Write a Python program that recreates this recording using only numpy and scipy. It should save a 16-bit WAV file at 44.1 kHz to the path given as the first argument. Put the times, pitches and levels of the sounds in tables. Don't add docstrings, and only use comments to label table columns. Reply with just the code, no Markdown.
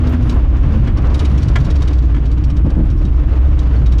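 import sys
import numpy as np
from scipy import signal
from scipy.fft import rfft, irfft, next_fast_len
from scipy.io import wavfile
from scipy.ndimage import uniform_filter1d, minimum_filter1d, map_coordinates

SR = 44100
rng = np.random.default_rng(int(sys.argv[2]) if len(sys.argv) > 2 else 0)


def dump(signal):
    limited = np.clip(np.atleast_2d(signal).T, -1, 1)
    pcm = np.round(limited * 32767).astype(np.int16)
    wavfile.write(sys.argv[1], SR, pcm)


N = 176400

# frequency in Hz, relative spectral density in dB.
TREAD_SPECTRUM = [(180,-19),(400,3),(900,-7.5),(1060,-5),(1450,-10),(1850,-14),(3000,-18.5),(5000,-37),(15000,-81.5)]


def engine(boom_db=-1.5, waver_db=2, drone_waver=0.0078):
    # time in seconds, firing rate in Hz, relative level in dB.
    firing = [(0,56.84,-29),(.35,58.7,-12),(.7,63.92,-12.5),(.95,56.77,-9.5),(1.25,68.1,-9),(1.52,60.17,-14),(1.8,67,-11),(2.08,55.94,-9),(2.45,60.86,-13),(2.9,62.13,-13),(3.2,58.67,-13.5),(3.5,65.53,-12),(3.92,58.3,-9)]
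    # time in seconds, pitch in Hz, level in dB.
    drive_train = [(0,246,-22.5),(.35,242,-27),(.48,237.6,-58.5),(.73,214,-20.5),(.9,231.1,-30),(1.14,232,-31),(1.36,219,-30.5),(1.8,213,-53)]
    firing_hz, firing_db = curves(firing)
    boom = amp(firing_db + boom_db + waver_db * wobble(12)) * sine(firing_hz * (1 + 0.022 * wobble(22)))
    drone_hz, drone_db = curves(drive_train)
    drone = amp(drone_db + 3.5 * wobble(35)) * sine(drone_hz * (1 + drone_waver * wobble(36)))
    return boom + drone


def rumble(body_db=3, panel_db=-28.5):
    # time in seconds, relative level in dB.
    chassis_levels = [(0,-20),(.3,-15),(.76,-8.5),(1.2,-16.5),(1.7,-13.5),(2.25,-18.5),(2.75,-11.5),(3.8,-13)]
    body_levels = [(0,-16.5),(.55,-20),(.78,-15),(1.2,-20.5),(1.62,-13),(1.85,-22.5),(2.3,-22.5),(2.55,-19.5),(3.38,-21.5),(3.8,-18.5)]
    # frequency in Hz, relative spectral density in dB.
    chassis_spectrum = [(8,-22),(25,-14),(38,-4),(72,-9),(200,-90)]
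    body_spectrum = [(45,-40.5),(72,6),(100,-0.5),(120,-3),(138,-2),(170,-11),(250,-21),(800,-79.5)]
    panel_spectrum = [(150,-47.5),(245,-9),(292,-1.5),(330,-7.5),(365,-18),(900,-81.5)]
    layers = [(curves(chassis_levels)[0], chassis_spectrum),
              (curves(body_levels)[0] + body_db, body_spectrum),
              (panel_db, panel_spectrum)]
    return sum(amp(db) * steadied(noise(spectrum), span_s=0.18) for db, spectrum in layers)


def tyres(roar_db=2, grains_per_s=260, grain_decay_s=0.003, crackle_gain=0.98, flutter_db=1.88):
    # time in seconds, relative levels of tread roar and of grit hiss in dB.
    rolling_levels = [(0,-33,-53.5),(.33,-34,-52),(.47,-37,-57.5),(.68,-32.5,-51.5),(.94,-35,-58),(1.1,-32.5,-49),(1.8,-35,-51),(2.2,-41,-59.5),(2.62,-38.5,-62),(2.97,-42,-58.5),(3.25,-37,-58.5),(3.6,-35.5,-53.5)]
    # frequency in Hz, relative spectral density in dB.
    grit_spectrum = [(900,-26),(2500,-11.5),(3600,0),(6600,-8.5),(7800,-16),(15000,-35)]
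    tread_db, grit_db = curves(rolling_levels)
    flutter = flutter_db * wobble(45)
    tread = amp(tread_db + roar_db + flutter) * noise(TREAD_SPECTRUM)
    impacts = rng.random(N) < grains_per_s / SR
    strengths = amp(4.9 * np.minimum(rng.exponential(size=N), 3))
    grains = signal.lfilter([1], [1, -np.exp(-1 / (grain_decay_s * SR))], impacts * strengths)
    crackle = grains * rng.standard_normal(N)
    grit = cab(noise(grit_spectrum) + crackle_gain * coloured(crackle, grit_spectrum))
    return tread + amp(grit_db + flutter + wobble(34)) * grit


def ruts(scuff_corner_hz=587):
    # start in seconds, hold in seconds, level in dB.
    drops = [(2.645,0.016,-13),(2.762,0.038,-11.5),(3.043,0.015,-19),(3.809,0.026,-20)]
    scuffs = [(0.35,0.0099,-26),(1.029,0.089,-30),(2.708,.01,-33.5)]
    # frequency in Hz, relative spectral density in dB.
    thump_spectrum = [(50,-22),(130,10),(320,2),(400,-8.5),(12000,-68)]
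    thumping = sum(amp(db) * burst(start, 0.0045, hold, t60=0.16) for start, hold, db in drops)
    scuffing = sum(amp(db) * burst(start, 0.012, hold, t60=0.095) for start, hold, db in scuffs)
    dirt = unit(filtered(noise(TREAD_SPECTRUM), lambda hz: hz ** 2 / (1 + (hz / scuff_corner_hz) ** 3)))
    return thumping * steadied(noise(thump_spectrum), span_s=0.024) + scuffing * dirt


def chatter(rasp_db=-1.5, grain_db=3, rasp_t60=0.066, ring_t60=0.085, lead_s=0.0021):
    # time in seconds, relative level in dB.
    slips = [(0.0698, -37.5), (0.295, -31.5), (0.971, -36.5), (1.1437, -32), (1.1936, -29), (1.2498, -32),
             (1.3764, -34.5), (1.4268, -33), (1.481, -34.5), (1.557, -36), (1.6013, -36.5), (1.6474, -37),
             (1.7027, -33), (1.757, -36), (1.8203, -32.5), (1.876, -34.5), (1.931, -38), (1.985, -38.5),
             (2.2556, -41), (2.315, -39), (2.376, -45), (2.4384, -36.5), (2.4995, -41), (2.5664, -39),
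             (2.7008, -43), (2.901, -42), (3.05, -41.5), (3.5904, -34), (3.8598, -33.5), (3.92, -34.5),
             (3.983, -30)]
    # frequency in Hz, relative spectral density in dB.
    rasp_spectrum = [(600,-19.5),(1800,3.5),(3600,5.5),(6300,-2.5),(10000,-16.5),(15000,-35.5)]
    # natural frequency in Hz, relative level in dB.
    trim_modes = [(3780,-14),(4530,-17.5),(5480,-19.5),(8430,-28.5)]

    def envelope(t60):
        return sum(amp(db) * burst(time - lead_s, 0.0044, 0.0033, t60) for time, db in slips)

    rasp = amp(rasp_db) * unit(amp(grain_db * wobble(700)) * cab(noise(rasp_spectrum)))
    ring = ringing(trim_modes, rough=0.009, vary_db=4.5)
    return envelope(rasp_t60) * rasp + envelope(ring_t60) * ring


def knock(crack_db=-1, crack_t60=0.05, thud_hz=54.6, thud_db=16, ring_t60=0.069):
    # start in seconds, relative level in dB.
    blows = [(0.87,-31.5),(1.554,-15),(2.141,-35),(2.161,-39)]
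    # frequency in Hz, relative spectral density in dB.
    crack_spectrum = [(300,-2.5),(900,-0.5),(3200,-10.5),(7000,-23.5),(15000,-51)]
    # natural frequency in Hz, relative level in dB.
    part_modes = [(1020,-14),(1380,-6.5),(1700,-6.5),(2040,-8.5),(2290,-11.5),(3270,-13.5)]

    def envelope(t60):
        return sum(amp(db) * burst(start, 0.0055, 0.0049, t60) for start, db in blows)

    crack = amp(crack_db) * envelope(crack_t60) * noise(crack_spectrum)
    thuds = np.zeros(N)
    for start, db in blows:
        push = np.cos(2 * np.pi * thud_hz * (clock() - start))
        thuds += amp(db + thud_db) * burst(start, 0.0057, 0, ring_t60) * push
    return crack + thuds + envelope(ring_t60) * ringing(part_modes, rough=0.0304, vary_db=1)


def metal(tremble_db=-83, ring_db=-6, clink_t60=0.066):
    # start in seconds, pitch in Hz, level in dB.
    strikes = [(2.98,5470,-52),(3.315,4300,-49.5),(3.763,4370,-43)]
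    # start in seconds, hold in seconds, level in dB.
    jolts = [(0.077,.07,-58.5),(0.292,0.083,-60),(1.013,.04,-65.5)]
    # start in seconds, hold in seconds, pitch in Hz, level in dB.
    rubs = [(0.212,.065,10380,-64),(1.15,0.19,10245,-64)]
    modes_hz = [12700, 13150, 14420, 14900]
    # frequency in Hz, relative spectral density in dB.
    jingle_spectrum = [(2500,-20.5),(6800,3.5),(9000,-2.5),(15000,-8)]
    clinks = sum(amp(db) * burst(start, 0.002, 0, clink_t60) * sine(hz * (1 + 0.0052 * wobble(650)))
                 for start, hz, db in strikes)
    trembling = amp(tremble_db + 4.6 * wobble(11))
    jolting = sum(amp(db) * burst(start, 0.003, hold, t60=0.08) for start, hold, db in jolts)
    squeals = sum(amp(db) * burst(start, 0.0091, hold, t60=0.15) * sine(hz)
                  for start, hold, hz, db in rubs)
    ring = unit(ringing([(hz, 0) for hz in modes_hz], rough=0.012, vary_db=5.5))
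    jingle = unit(amp(5 * wobble(200)) * (noise(jingle_spectrum) + amp(ring_db) * ring))
    return clinks + squeals + (trembling + jolting) * jingle


def cab(x, t60=0.063, wet=0.49):
    t = clock()[:SR // 10]
    tail = rng.standard_normal(len(t)) * amp(-60 * t / t60)
    reflections = signal.fftconvolve(x, tail / np.linalg.norm(tail))[:N]
    return unit(x + wet * reflections)


def ringing(modes, rough, vary_db):
    return sum(amp(db + vary_db * wobble(22)) * sine(hz * (1 + rough * wobble(500))) for hz, db in modes)


def amp(db):
    return 10 ** (np.asarray(db) / 20)


def unit(x):
    return x / np.sqrt(np.mean(x ** 2) + 1e-20)


def clock():
    return np.arange(N) / SR


def curves(rows):
    times, *columns = np.transpose(rows)
    return [np.interp(clock(), times, column) for column in columns]


def wobble(rate):
    return map_coordinates(rng.standard_normal(4096), [clock() * rate], mode="wrap")


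def filtered(x, response):
    size = next_fast_len(N + SR // 2)
    return irfft(rfft(x, size) * response(np.fft.rfftfreq(size, 1 / SR)), size)[:N]


def coloured(x, spectrum):
    points_hz, db = np.transpose(spectrum)
    return unit(filtered(x, lambda hz: amp(np.interp(np.log(hz + 1), np.log(points_hz + 1), db))))


def noise(spectrum):
    return coloured(rng.standard_normal(N), spectrum)


def steadied(x, span_s):
    power = abs(uniform_filter1d(x * x, max(int(span_s * SR), 1)))
    return unit(x / np.sqrt(power + 1e-3))


def burst(start, rise, hold, t60):
    t = clock() - start
    decay = np.exp(-np.log(1000) * np.clip((t - rise - hold) / t60, 0, 3))
    return np.clip(t / rise, 0, 1) * decay


def sine(hz):
    cycles = np.cumsum(hz * np.ones(N)) / SR + rng.random()
    return np.sqrt(2) * np.sin(2 * np.pi * cycles)


def scene():
    return (engine() + rumble() + tyres() + ruts() + chatter() + knock() + metal())[None]


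def record(dry, ceiling_db=-3.5, hold_s=0.02, knee=6, top_hz=15300):
    x = dry[0]
    span = max(int(hold_s * SR), 1)
    needed_gain = (1 + (abs(x) / amp(ceiling_db)) ** knee) ** (-1 / knee)
    gain = uniform_filter1d(minimum_filter1d(needed_gain, span), span)
    return filtered(x * gain, lambda hz: hz < top_hz)[None]


dry = scene()
out = record(dry)
dump(out)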